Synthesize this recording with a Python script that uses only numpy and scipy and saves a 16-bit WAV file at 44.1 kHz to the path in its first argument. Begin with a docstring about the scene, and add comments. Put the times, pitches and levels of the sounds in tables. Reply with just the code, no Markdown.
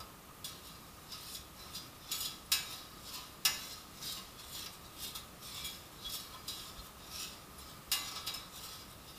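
"""Steel tongs turn fries in a perforated metal basket in a small tiled kitchen: the tips drag and knock.
Drags: random snags excite steel modes and a dense sheet response; crisp fries tick. Knocks: decaying modes,
noise and a bright snap. Squeaks: rough sines. Behind: a dull echo, noise-band hum, hiss with a thin high
tone, and soft bass bumps."""
import sys
import numpy as np
from scipy import signal
from scipy.fft import rfft, irfft, next_fast_len
from scipy.io import wavfile
from scipy.ndimage import uniform_filter1d, map_coordinates

SR = 44100
rng = np.random.default_rng(int(sys.argv[2]) if len(sys.argv) > 2 else 0)


def bounce(signal):
    """Save signal as a 16-bit WAV file at the path given by the first command-line argument."""
    frames = np.transpose(np.atleast_2d(signal))
    limited = np.clip(frames, -1, 1)
    pcm = np.round(limited * 32767).astype(np.int16)
    wavfile.write(sys.argv[1], SR, pcm)


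N = 404838


def amp(db):
    """Linear gain of a level in dB."""
    return 10 ** (np.asarray(db) / 20)


def unit(x):
    """x scaled to rms 1."""
    return x / np.sqrt(np.mean(x ** 2) + 1e-20)


def along(points, hz):
    """(Hz, value) points interpolated on a log-frequency axis."""
    point_hz, value = np.transpose(points)
    return np.interp(np.log(hz + 1), np.log(point_hz + 1), value)


def wobble(rate_hz):
    """Random curve, linear between normal-distributed knots at rate_hz."""
    knots = rng.standard_normal(int(N * rate_hz / SR) + 4)
    return map_coordinates(knots, [np.arange(N) * rate_hz / SR], order=1)


def filtered(x, response):
    """x times a response of frequency, by FFT."""
    size = next_fast_len(N + 8192)
    spectrum = rfft(x, size) * response(np.fft.rfftfreq(size, 1 / SR))
    return irfft(spectrum, size)[..., :N]


def through(x, answer, size):
    """Overlapping pieces of x, each through a fresh random answer, so no fixed colour stands out."""
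    out = np.zeros(N + SR + size)
    fade = np.hanning(2 * size + 1)[:-1]
    padded = np.pad(x, (size, 2 * size))
    for start in range(0, N + size, size):
        piece = signal.fftconvolve(padded[start:start + 2 * size] * fade, answer())
        out[start:start + len(piece)] += piece
    return out[size:size + N]


# Spectrum of hiss and rumble: (f/Hz, relative level/dB per Hz)
AIR_SPECTRUM = [(12, -36), (20, -14), (103, -0.5), (156, -2), (185, -2.5), (237, -4.5), (288, -3.5),
                (425, -7.5), (502, -8), (1060, -10.5), (2250, -16), (2510, -15), (4380, -18), (5040, -19.5),
                (15300, -20.5)]
# Hum bands: (f/Hz, half-width at half amplitude/Hz, mean level/dB)
HUM_BANDS = [(61, 24, -63.5), (144.5, 16, -70.5), (185.3, 14, -68), (1090, 107, -68.5), (1237, 58, -64.5),
             (12225, 14, -74)]
AIR_DB = -54.5  # mean level


def room_tone():
    """Shaped noise for hiss and rumble, plus narrow noise bands of wavering level for hum."""
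    def noise(response):
        return unit(filtered(rng.standard_normal(N), response))

    air = noise(lambda f: amp(along(AIR_SPECTRUM, f)))
    hum = np.zeros(N)
    for hz, width_hz, db in HUM_BANDS:
        level = amp(db + 0.67 * wobble(5))
        hum += level * noise(lambda f: 1 / (1 + ((f - hz) / width_hz) ** 2))
    return amp(AIR_DB + 0.47 * wobble(4)) * air + hum


def kitchen(x):
    """Tiled walls answer with a short, dull tail of low-passed, decaying noise."""
    t = np.arange(SR // 2) / SR
    fade = amp(-60 * t / 0.47)  # t60 0.47 s

    def tail():
        dull_noise = signal.lfilter([1], [1, -.4], rng.standard_normal(len(t)))
        return dull_noise * fade / np.linalg.norm(fade)

    delayed = np.pad(x, (200, 0))[:N]
    return through(delayed, tail, size=8192)


# Dull bass bumps: (t/s, nominal level/dB, f/Hz)
BASS_BUMPS = [(1.388, -48.5, 66), (2.199, -51, 70.0), (6.059, -47, 51.1), (6.619, -56, 48.4),
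              (6.779, -43.5, 52.3), (7.568, -49, 68), (7.879, -47, 61.9)]


def bumps():
    """A few soft cycles of deep bass: sines under a rise-and-decay envelope."""
    out, t = np.zeros(N + SR), np.arange(SR // 5) / SR
    envelope = t / 0.017 * np.exp(1 - t / 0.014)
    for start_s, db, hz in BASS_BUMPS:
        out[round(start_s * SR):][:len(t)] += amp(db) * envelope * np.sin(2 * np.pi * hz * t)
    return out[:N]


# A sliding tip makes one mode sing: (t/s, nominal length/s, f/Hz, nominal level/dB)
TIP_SQUEAKS = [(1.598, 0.06, 4005, -54.5), (2.455, 0.018, 10150, -56), (3.129, 0.14, 1014, -61.5),
               (3.15, 0.093, 1242, -57), (4.16, 0.088, 1088, -58.5), (5.6, 0.14, 2330, -57),
               (5.64, 0.05, 3317, -46.5), (6.12, .08, 3340, -51), (6.047, 0.04, 3350, -44.5),
               (6.12, 0.045, 5320, -49), (6.333, 0.023, 3321, -52), (6.34, 0.031, 1034, -54.5),
               (6.385, 0.018, 4900, -58), (6.785, 0.023, 4150, -56), (7.581, 0.019, 10800, -50),
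               (8.34, 0.042, 5220, -48)]


def squeaks():
    """A tip catches one mode: short sines of drifting phase and rough level, soft at both ends."""
    out, rough = np.zeros(N + SR), amp(2.5 * wobble(90))
    for start_s, length_s, hz, db in TIP_SQUEAKS:
        t = np.arange(round(1.6 * length_s * SR)) / SR
        swell = (1 - np.exp(-t / 0.0032)) * np.exp(-(t / length_s) ** 4)
        drift = np.cumsum(rng.standard_normal(len(t))) * 0.042
        tone = np.sin(2 * np.pi * hz * t + drift)
        out[round(start_s * SR):][:len(t)] += amp(db) * np.sqrt(2) * swell * tone
    return out[:N] * rough


# Small modes of the perforated sheet: (f/Hz, level/dB per Hz)
SHEET_SPECTRUM = [(900, -41), (1600, -15), (2000, -20), (2750, -8.5), (3100, -8.5), (3500, -3.5),
                  (3950, 0.5), (4450, -6.5), (5250, -0.5), (6300, -10), (7100, -5.5), (7900, -8),
                  (8800, -7.5), (11300, -9.5), (13600, -6.5), (15300, -14.5)]
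# Sheet decay before damping: (f/Hz, nominal t60/s)
SHEET_DECAY = [(600, 0.72), (3000, 0.2), (6000, 0.15), (12000, 0.19)]


def sheet_ring(colour_db, damping, size):
    """One answer of the sheet to a tap, energy 1: noise that dies band by band."""
    hz, t, z = signal.stft(rng.standard_normal(size), SR, nperseg=256)
    t60 = along(SHEET_DECAY, hz)[:, None]
    fade_db = colour_db(hz)[:, None] - 60 * damping * t / t60
    ring = signal.istft(z * amp(fade_db), SR, nperseg=256)[1][:size]
    return ring / np.linalg.norm(ring)


# Large modes of basket and tongs: (f/Hz)
MODE_HZ = [780, 1060, 1150, 1290, 1639, 1730, 2051, 2307, 2579, 2762, 2840, 3321, 3430, 3660, 3828, 3973,
           4135, 4740, 4853, 4937, 5190, 5300, 5728, 5803, 6900, 7187, 8721, 9300, 10070, 10750]
# Same modes, same order, before tilt and damping: (relative level/dB, nominal t60/s)
MODE_LEVEL_T60 = [(-15, 0.34), (-8.5, 0.5), (-10.5, 0.81), (0.5, 0.18), (-12.5, 0.51), (-16, 0.26),
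                  (-15.5, 0.61), (-11.5, 0.52), (-8.5, 0.24), (-8, 0.39), (-2.5, 0.23), (-5, 0.36),
                  (-0.5, 0.17), (-11, 0.15), (-4, 0.51), (-3, 0.33), (-17, 0.31), (-16, 0.19), (2, 0.22),
                  (-5.5, 0.15), (-0.5, 0.2), (-1.5, 0.16), (-18, 0.27), (-8.5, 0.39), (-2.5, 0.39),
                  (-22, 0.25), (-1, 0.18), (-26, 0.11), (-6, 0.14), (-6, 0.19)]
# Low clunk of the basket wall: (f/Hz, level/dB per Hz)
WALL_SPECTRUM = [(400, -25), (900, -14.5), (1500, -14.5), (3000, -35)]
# Tip knocks: (t/s, level/dB, clunk/dB, belly/dB, middle/dB, brightness/dB,
# low spot f/Hz, high spot f/Hz, lift near both/dB, damping factor)
TIP_KNOCKS = [(0.002, -36, 11, 1.5, -2, -8, 1290, 4850, 10, 2.1),
              (0.4436, -29.5, -8, -5.5, 1, 2, 3420, 5230, 5, 1.4),
              (1.1186, -34.5, -11, -3, -5, -8, 3900, 5180, 9, 1.2),
              (1.3476, -32, -10, -13, 0, -3, 3500, 6910, 11, 2),
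              (1.7478, -34, -5, -16, 0, -6, 3450, 4860, 8, 1.05),
              (2.1157, -24.5, -11, -2, -0.5, -0.5, 3440, 6900, 7, 2.2),
              (2.2043, -27.5, -9, -13, -3, 7, 3900, 4900, 9, 1.7),
              (2.251, -27.5, -14, -6, 0.5, -2, 3430, 4770, 8.5, 1.45),
              (2.5176, -16, -8.5, 2.5, -1.8, -1, 3830, 5280, 5, 1.12),
              (3.1392, -36.5, -8, 1, -4, -2, 3320, 5300, 13, 1.6),
              (3.4508, -14.5, -3, 2.5, -5, -3, 2870, 5280, 7, 1.48),
              (4.1688, -39, -8, 10, 6, -13, 3840, 4760, 6, 1.45),
              (4.5456, -39, -8, -7, 0, -7, 3330, 4840, 12, 1.3),
              (4.6603, -33.5, -2, 1, -3, -9, 3430, 4960, 8, 2.6),
              (5.1503, -33, -13, -9, -2, -3, 3360, 5280, 13, 2.1),
              (5.6447, -32.5, -9, 6, 1, 8, 3330, 4640, 12, 1.8),
              (6.095, -36.5, -11, -3, 0, -4, 3360, 5400, 4, 1.2),
              (6.4794, -29, -9, -7, 0.5, -1, 3920, 4930, 4, 1.1),
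              (7.587, -47, 2, -1.5, 5, 3, 3420, 10700, 8, 1.9),
              (7.9157, -19, -3, 2, -0.8, 0, 3980, 5300, 6, 0.93),
              (8.114, -36, 3, -3, -4, -6, 1290, 5300, 10, 1.8),
              (8.1607, -32.5, 2.5, -3.5, 1, -14, 3370, 5250, 4, 2.4),
              (8.2653, -32.5, -5, 0, 1, -1, 4740, 5300, 6, 2.5),
              (8.2724, -26, 2.5, 3.5, 4, -3, 4030, 4810, 9, 1.5),
              (8.3387, -31.5, -5, 6.5, -1.5, 2, 4260, 5200, 13, 1.5)]
STEP = 60  # samples between jolts of a rattling mode
SNAP_DB, SNAP_T60_S = -10.5, 0.011  # bright crack at contact, re peak of the blow
CLEAR_DB, CLEAR_PER_DB = -4.5, 0.16  # ring over clatter at 0 dB; gain per dB a knock is softer


def knocks():
    """Each knock shakes the whole sheet and rings the modes nearest its spot hardest."""
    out, t = np.zeros(N + SR), np.arange(SR // 3) / SR
    hz = np.array(MODE_HZ)[:, None]
    mode_db, t60 = np.transpose(MODE_LEVEL_T60)[..., None]

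    def near(spot_hz):
        return np.exp(-(np.log(hz / spot_hz) / 0.027) ** 2)

    for (start_s, knock_db, clunk_db, belly_db, middle_db, bright_db,
         low_hz, high_hz, lift_db, damping) in TIP_KNOCKS:
        tilt = [(1350, clunk_db), (1650, belly_db), (2850, belly_db), (3300, middle_db),
                (4200, middle_db), (4700, 0), (6000, 0), (7000, bright_db)]
        level_db = mode_db + along(tilt, hz) + lift_db * (near(low_hz) + near(high_hz))
        level_db += 3.1 * rng.standard_normal(hz.shape)
        loaded_hz = hz * (1 + .003 * rng.standard_normal(hz.shape))  # fries and grip detune the steel
        jolts = rng.standard_normal((len(hz), len(t) // STEP)).cumsum(axis=1)
        rattle = 0.14 * hz / 4000 * np.repeat(jolts, STEP, axis=1)
        phase = 2 * np.pi * (loaded_hz * t + rng.random(hz.shape)) + rattle
        rings = np.sum(amp(level_db - 60 * damping * t / t60) * np.sin(phase), axis=0)

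        def colour_db(f):
            return np.maximum(along(SHEET_SPECTRUM, f), along(WALL_SPECTRUM, f)) + along(tilt, f)

        clear = amp(CLEAR_DB - CLEAR_PER_DB * knock_db) * rings / np.linalg.norm(rings)
        blow = clear + sheet_ring(colour_db, damping, size=len(t))
        blow *= 1 - np.exp(-t / 0.0019)  # soft onset: the tip chatters before it lies flat
        crack = np.diff(rng.standard_normal(len(t) + 1))
        blow += amp(SNAP_DB - 60 * t / SNAP_T60_S) * np.abs(blow).max() * crack
        crest = 3 * np.sqrt(uniform_filter1d(blow ** 2, size=600).max())  # 3 x loudest short rms
        out[round(start_s * SR):][:len(blow)] += amp(knock_db) * blow / crest
    return out[:N]


# Tip strokes: (t of full speed/s, level/dB, rise/s, hold/s, fall/s, initial brightness/dB, initial body/dB)
TIP_STROKES = [(0.477, -49.5, .02, .01, 0.16, -5, 7.5), (0.674, -53.5, 0.088, .01, 0.13, 0, 1),
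               (0.88, -68, 0.13, .005, 0.026, 2, 3), (.95, -69, 0.068, .003, 0.017, -1, 1),
               (1.088, -63, 0.032, .005, 0.068, -2, 1), (1.128, -51, .02, 0.028, 0.075, -19, 6),
               (1.344, -45, 0.33, .005, .09, -1.5, -4), (1.57, -53.5, .02, .06, 0.2, -8, 12.5),
               (1.756, -47, 0.072, .005, 0.12, -2.5, 1), (2.12, -48, 0.15, .005, 0.037, -17, -3),
               (2.15, -42, .08, 0.098, 0.13, -2.5, -2), (2.62, -49.5, 0.16, 0.046, 0.42, -6.5, 7),
               (2.73, -46, 0.049, .005, 0.092, -2.5, -4), (3.09, -45.5, 0.095, 0.063, 0.22, -4, 2),
               (3.543, -53, .01, .003, .03, 7, 0), (3.578, -46, 0.091, 0.13, .22, -5, 2),
               (3.95, -54, 0.026, .05, 0.12, -3, 0), (4.026, -42.5, .02, 0.098, 0.17, -2, -3),
               (4.394, -48.5, 0.014, .005, 0.072, -6, -9), (4.587, -41, 0.17, .005, 0.14, -2.5, -1.5),
               (4.735, -61, .02, .005, .07, 5, 0), (4.846, -54.5, 0.015, .005, .07, -4, 12),
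               (5.038, -42, .1, 0.036, 0.07, 0.5, -7), (5.154, -42.5, 0.01, .003, 0.048, 5, 5.5),
               (5.424, -51, 0.016, 0.07, 0.32, 0.5, 5), (5.576, -45.5, 0.19, 0.044, 0.088, -11, 4.5),
               (5.66, -49, .05, .005, .24, 2, 6), (6.05, -49, 0.13, 0.013, .04, -18, 3),
               (6.148, -42, 0.095, .005, 0.15, 2, 1), (6.344, -56, 0.13, 0.0039, 0.068, -4, 16),
               (6.532, -46.5, 0.11, 0.1, 0.19, -3.5, 6), (6.788, -59, 0.048, 0.0046, 0.039, -12, 14),
               (6.842, -56.5, 0.056, .005, 0.069, 2, 13), (6.998, -57, 0.035, .01, .25, -15, 12.5),
               (7.124, -50, 0.051, .02, 0.078, -12, 1), (7.182, -42.5, 0.12, 0.047, 0.17, -2.5, -2),
               (7.584, -59, 0.076, .02, .2, 0, 11), (7.688, -55.5, 0.091, .005, .15, -7, 8),
               (8.026, -44, 0.11, 0.056, 0.25, -9, 8), (8.172, -49, .03, .01, 0.072, -20, 13),
               (8.3, -54, 0.17, 0.073, 0.21, -9, 15.5), (8.565, -49.5, 0.051, 0.026, 0.17, -0.5, 5),
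               (8.635, -53, .03, 0.017, 0.17, -4, 0), (8.74, -52, 0.25, .02, 0.19, -3.5, -1),
               (8.905, -64, 0.037, .005, 0.11, 6, 3), (9.077, -56.5, 0.08, .005, 0.099, -5, 5),
               (9.18, -55, 0.1, .01, .1, 0, 1)]
SWING_DB = 20  # gained over the rise, lost over the fall
DULLING, SETTLING = 0.52, 0.26  # treble lost, body gained: dB per dB faded
RESTING_DB = -77  # tips shifting among the fries between strokes


def drag():
    """Level, treble and body gains of all strokes: each rises, holds and fades, duller and deeper."""
    t = np.arange(N) / SR
    level = np.full(N, amp(RESTING_DB))
    treble, body = level.copy(), level.copy()
    for full_s, db, rise_s, hold_s, fall_s, bright_db, body_db in TIP_STROKES:
        faded_db = SWING_DB * np.maximum(t - full_s - hold_s, 0) / fall_s
        unrisen_db = SWING_DB * np.maximum(full_s - t, 0) / rise_s
        gain = amp(db - unrisen_db - faded_db)
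        level += gain
        treble += gain * amp(bright_db - DULLING * faded_db)
        body += gain * amp(body_db + SETTLING * faded_db)
    return level, treble / level, body / level


def mode(x, hz, t60):
    """x through one two-pole resonance."""
    r = amp(-60 / (t60 * SR))
    turn = 2 * np.pi * hz / SR
    return signal.lfilter([np.sin(turn)], [1, -2 * r * np.cos(turn), r * r], x)


BODY_HZ = 2400  # wall modes lie below


def strokes():
    """Dense tiny snags ring modes and sheet; the moving contact point shifts the share of each mode."""
    level, hiss, press = drag()  # a hard press also reaches the low modes of the wall
    snags = unit(rng.standard_normal(N) * amp(6.6 * rng.standard_normal(N).clip(-2, 2)))
    force = level * amp(1.1 * wobble(45) + 0.83 * wobble(200)) * snags
    rings = np.zeros(N)
    for hz, (db, t60) in zip(MODE_HZ, MODE_LEVEL_T60):
        push = force * amp(db + 3.6 * wobble(7)) * (press if hz < BODY_HZ else 1)
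        rings += mode(push, hz, 0.23 * t60) / np.sqrt(t60 * SR)

    def sheet_answer(damping, size):
        return sheet_ring(lambda hz: along(SHEET_SPECTRUM, hz), damping, size)

    sheet = through(force, lambda: sheet_answer(damping=3.9, size=4096), size=4096)
    # crisp fries crack and tick: 700 impulses/s on average
    crumbs = (rng.random(N) < 700 / SR) * amp(4 * rng.standard_normal(N).clip(-2, 2))
    ticks = level * amp(-10) * unit(crumbs)
    sheet += through(ticks, lambda: sheet_answer(damping=12, size=1024), size=8192)
    hiss_gain = hiss * amp(1.4 * wobble(60) + 1.85 * wobble(250))  # faster drags hiss more
    treble_change = filtered(sheet * (hiss_gain - 1), lambda hz: 1 / (1 + (6500 / (hz + 1)) ** 8))
    return amp(-1.5) * rings + sheet + treble_change


def scene():
    """Tongs, their echo, the room and the bass bumps."""
    tongs = strokes() + knocks() + squeaks()
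    return (tongs + amp(-8.0) * kitchen(tongs) + room_tone() + bumps())[None]


TOP_HZ = 15350


def record(dry):
    """Steep low-pass: nothing is kept from TOP_HZ up."""
    return filtered(dry, lambda hz: hz < TOP_HZ)


dry = scene()
out = record(dry)
bounce(out)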